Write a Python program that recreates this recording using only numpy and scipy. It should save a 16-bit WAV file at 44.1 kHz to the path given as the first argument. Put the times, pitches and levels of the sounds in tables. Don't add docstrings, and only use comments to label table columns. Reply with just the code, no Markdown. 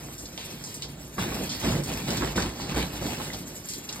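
import sys
import numpy as np
from scipy import signal
from scipy.fft import rfft, irfft, next_fast_len
from scipy.io import wavfile
from scipy.ndimage import uniform_filter1d, map_coordinates

SR = 44100
rng = np.random.default_rng(int(sys.argv[2]) if len(sys.argv) > 2 else 0)


def to_wav(s):
    ch = np.atleast_2d(s).T
    pcm = np.round(np.clip(ch, -1, 1) * 32767)
    wavfile.write(sys.argv[1], SR, pcm.astype(np.int16))


def undo_db(level):
    steps = np.asarray(level, float) / 20
    return 10 ** steps


N = 176400

# start_s, spray_db, hiss_re_spray_db
SPRAY_LEVELS = [(0.0, -54, -1.5), (0.74, -53.5, 5.5), (0.87, -62.5, 9.5), (1.06, -58.5, 0),
                (1.21, -51.5, 6), (1.36, -50, 7), (2.28, -52, 7.5), (2.46, -62, 3), (3.24, -48.5, 5),
                (3.65, -53, -1.5), (3.69, -51, 4.5), (4.0, -53, 1.5)]
# start_s, peak_db (nominal), centre_hz, t60_s, crack_re_rush_db
SPLATS = [(0.181, -31.5, 6660, 0.25, 4), (0.255, -29.5, 4930, 0.071, 4), (0.3772, -32.5, 3360, 0.63, 18),
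          (0.6394, -29.5, 5950, 0.3, 12), (0.743, -28, 6960, 0.16, 8), (0.822, -25.5, 4400, 0.16, 11),
          (1.493, -23, 4460, 0.28, 3), (1.836, -27, 6100, 0.098, 5), (2.079, -30, 3300, 0.13, 12),
          (2.105, -24, 4650, 0.14, 11.5), (2.173, -27, 4600, 0.17, 15), (2.362, -24.5, 4960, 0.31, 7),
          (2.422, -24, 4400, 0.08, 11), (2.604, -29.5, 4330, 0.4, -11), (2.76, -26.5, 2670, 0.1, 2),
          (3.06, -30.5, 4670, 0.2, 0), (3.333, -27, 4700, 0.12, 8), (3.687, -25, 6160, 0.25, 5),
          (3.7365, -27, 4850, 0.11, 11), (3.8895, -21, 4300, 0.055, 0), (3.927, -27.5, 5300, 0.073, 10)]
# start_s, push_db (drive of the air modes), crinkle_re_push_db
CURTAIN_LEVELS = [(0.0, -39, -7), (0.14, -44, -27), (0.35, -45.5, -7), (0.44, -43.5, -5), (1.16, -44, -19),
                  (1.19, -31, -2.5), (1.45, -33, -10), (1.47, -38, -3.5), (1.61, -38.5, -8),
                  (1.65, -24.5, -7.5), (1.76, -27.5, -9.5), (1.84, -36.5, -19), (1.9, -31, -3),
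                  (2.06, -39, -5), (2.09, -26, -6.5), (2.17, -32.5, -1.5), (2.25, -27, -8.5),
                  (2.345, -38, -6), (2.365, -25.5, -8.5), (2.43, -26, -8.5), (2.54, -39, -4.5),
                  (2.72, -36.5, -1), (2.77, -29, -2), (2.83, -31.5, -0.5), (2.9, -37.5, -9.5),
                  (3.09, -35, 0), (3.73, -46.5, -12.5), (4.0, -41.5, 0)]
# start_s, peak_db (nominal), centre_hz
SLAPS = [(0.086, -34.5, 480), (0.378, -32.5, 620), (1.182, -20.5, 880), (1.322, -27, 704),
         (1.411, -24.5, 330), (1.645, -25, 330), (1.735, -31, 700), (2.222, -21.5, 730), (2.36, -23.5, 320),
         (2.377, -17.5, 970), (2.763, -18.5, 392), (3.021, -30, 600), (3.2, -26, 680)]
# centre_hz, width_hz, gain_db
AIR_MODES = [(60.7, 10.3, 8), (109, 40, 2), (144.7, 7, 8), (177.3, 21.3, 2), (223.4, 50.7, -1),
             (280.2, 23.4, -3.5), (338.3, 12.3, -6), (480, 13.6, -21)]
# frequency_hz, relative_db
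FIZZ_SPECTRUM = [(4500, -17), (6000, -5), (10000, -10), (14500, -11), (16000, -32)]
# frequency_hz, relative_db
HISS_SPECTRUM = [(700, -86), (1500, -6.5), (2700, 1), (5000, 0), (7000, -14)]
# frequency_hz, relative_db
CRINKLE_SPECTRUM = [(250, -9.5), (450, -8), (850, 3), (1200, -6.5), (1800, -5), (2800, -1.5), (5000, -6.5),
                    (9000, -14), (16000, -21)]
# frequency_hz, t60_s
TILE_DECAY = [(100, 0.13), (3000, 0.084), (14000, 0.14)]
# frequency_hz, likeness (0 to 1)
PORT_LIKENESS = [(60, 1), (300, 1), (700, 0.49), (2500, 0.52), (4400, 0), (5500, 0.75), (15000, 1)]
# frequency_hz, lead_rad
PORT_LEAD = [(0, 0), (500, -.55), (1100, -.8), (1800, .3), (3050, 2.9), (3500, 1.7), (4400, .6),
             (6000, 3.14), (17000, 19.2)]
# frequency_hz, difference_db
PORT_DIFFERENCE = [(60, -1.5), (400, -0.4), (620, -5.5), (950, -0.5), (1350, -3), (2400, .4), (4600, -1.5),
                   (5700, -0.5)]


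def unit(x):
    return x / np.sqrt(np.mean(x ** 2) + 1e-20)


def along(points, hz):
    f, v = np.transpose(points)
    return np.interp(np.log(hz + 1), np.log(f + 1), v)


def curves(rows):
    start_s, *columns = np.transpose(rows)
    return [np.interp(np.arange(N) / SR, start_s, column) for column in columns]


def wobble(knots_per_s):
    knots = rng.standard_normal(int(N * knots_per_s / SR) + 4)
    return map_coordinates(knots, [np.arange(N) * knots_per_s / SR])


def filtered(x, response):
    m = next_fast_len(x.shape[-1] + 8192)
    spectrum = rfft(x, m) * response(np.fft.rfftfreq(m, 1 / SR))
    return irfft(spectrum, m)[..., :x.shape[-1]]


def coloured(x, points):
    return unit(filtered(x, lambda hz: undo_db(along(points, hz))))


def patter(count, spread_db, share, patchy_db):
    place, chance, sign = rng.random((count, 3)).T
    size = undo_db(-spread_db * np.log(chance + 1 / 200)) * np.sign(sign - .5)
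    impacts = unit(np.bincount((place * N).astype(int), size, N))
    x = np.sqrt(share) * impacts + np.sqrt(1 - share) * rng.standard_normal(N)
    z = signal.stft(x, nperseg=512)[2]
    field = uniform_filter1d(rng.standard_normal(z.shape), size=12, axis=0)
    field = uniform_filter1d(field, size=5, axis=1)
    return signal.istft(z * undo_db(patchy_db * unit(field)), nperseg=512)[1][:N]


def bursts(rows, octaves):
    rise_s, fade_power, crack_t60_s = 0.00057, 1.257, 0.007
    out, t = np.zeros(N + SR), np.arange(SR // 3) / SR
    spread = octaves * np.array([[1], [1.15]])
    crack_fade = undo_db(-60 * t / crack_t60_s)
    for start_s, peak_db, centre_hz, t60_s, crack_db in rows:
        noise = rng.standard_normal((2, len(t)))
        bands = filtered(noise, lambda hz: np.exp(-.5 * (np.log2((hz + 1) / centre_hz) / spread) ** 2))
        rush, crack = unit(bands[0]), unit(bands[1]) * crack_fade
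        rush = rush * (1 - np.exp(-t / rise_s)) * undo_db(-60 * (t / t60_s) ** fade_power)
        crack = crack * np.linalg.norm(crack_fade) / np.linalg.norm(crack)
        out[round(start_s * SR):][:len(t)] += undo_db(peak_db - 8) * (rush + crack * undo_db(crack_db))
    return out[:N]


def spray():
    spray_db, hiss_db = curves(SPRAY_LEVELS)
    spray_db = spray_db + 2.8 * wobble(knots_per_s=46)
    fizz = coloured(patter(count=16000, spread_db=5.0, share=0.32, patchy_db=3.0), FIZZ_SPECTRUM)
    hiss = coloured(patter(count=9000, spread_db=3, share=.4, patchy_db=1.2), HISS_SPECTRUM)
    splats = bursts(SPLATS, octaves=0.53)
    return undo_db(spray_db + 6.5) * fizz + undo_db(spray_db + hiss_db) * hiss + splats


def curtain():
    push_db, crinkle_db = curves(CURTAIN_LEVELS)
    crinkle = coloured(patter(count=5000, spread_db=3.5, share=0.68, patchy_db=2.0), CRINKLE_SPECTRUM)
    crinkle_db = push_db + crinkle_db + 1.82 * wobble(knots_per_s=29.535)
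    slap_t60_s, slap_crack_db = 0.096, 6
    slap_rows = [(start_s, peak_db, hz, slap_t60_s, slap_crack_db) for start_s, peak_db, hz in SLAPS]
    return undo_db(crinkle_db) * crinkle + bursts(slap_rows, octaves=0.79)


def boom():
    def air(f):
        return sum(undo_db(gain_db) * 1j * f * width / (centre * centre - f * f + 1j * f * width)
                   for centre, width, gain_db in AIR_MODES)
    push = undo_db(curves(CURTAIN_LEVELS)[0]) * patter(count=3000, spread_db=1.5, share=0.21, patchy_db=1.5)
    return undo_db(16.5) * filtered(push, air)


def drip():
    start_s, level_db, pitch_hz, t60_s = 3.302, -29, 2000, .03
    t = np.clip(np.arange(N) / SR - start_s, 0, None)
    return undo_db(level_db - 60 * t / t60_s) * np.sin(2 * np.pi * pitch_hz * t * (1 + 3 * t))


def tiles(x):
    out, hop = np.zeros(N + SR), SR // 10
    padded = np.pad(x, (hop, 2 * hop))
    for at in range(-hop, N, hop):
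        hz, t, z = signal.stft(rng.standard_normal(SR // 3), SR, nperseg=256)
        decay = undo_db(-60 * t / along(TILE_DECAY, hz)[:, None])
        tail = signal.istft(z * decay, SR, nperseg=256)[1]
        piece = padded[at + hop:][:2 * hop] * np.hanning(2 * hop)
        piece = piece[max(-at, 0):]
        wet = signal.fftconvolve(piece, tail / np.linalg.norm(tail))
        out[max(at, 0):][:len(wet)] += wet
    return out[:N]


def scene():
    water, low = spray() + curtain() + drip(), boom()
    common = water + low + undo_db(-9.5) * tiles(water)
    scattered = tiles(water + low)

    def angle(hz):
        return np.arccos(np.clip(along(PORT_LIKENESS, hz), -1, 1)) / 2
    mid = filtered(common, lambda hz: np.cos(angle(hz)))
    side = filtered(scattered, lambda hz: np.sin(angle(hz)))
    return np.array([mid + side, mid - side])


def roll_off(x):
    return signal.sosfilt(signal.butter(12, 15910, fs=SR, output="sos"), x)


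def record(dry):
    low_cut_hz, top_hz = 41, 15850
    gap_from_hz, gap_scale_hz, gap_db = 5000, 27200, -11
    half = np.array([[.5], [-.5]])

    def lead(hz):
        return np.interp(hz, *np.transpose(PORT_LEAD))

    def port(hz):
        colour = undo_db(half * along(PORT_DIFFERENCE, hz)) * np.exp(1j * half * lead(hz))
        return colour * (hz < top_hz) / (1 + (low_cut_hz / (hz + 1)) ** 4)

    def joint_stereo_gaps(hz):
        strength = np.abs([np.cos(lead(hz) / 2), np.sin(lead(hz) / 2)])
        weak = strength < hz / gap_scale_hz * (hz > gap_from_hz)
        return undo_db(gap_db * weak)
    left, right = filtered(dry, port)
    mid, side = filtered(np.array([left + right, left - right]) / 2, joint_stereo_gaps)
    return roll_off(np.array([mid + side, mid - side]))


dry = scene()
out = record(dry)
to_wav(out)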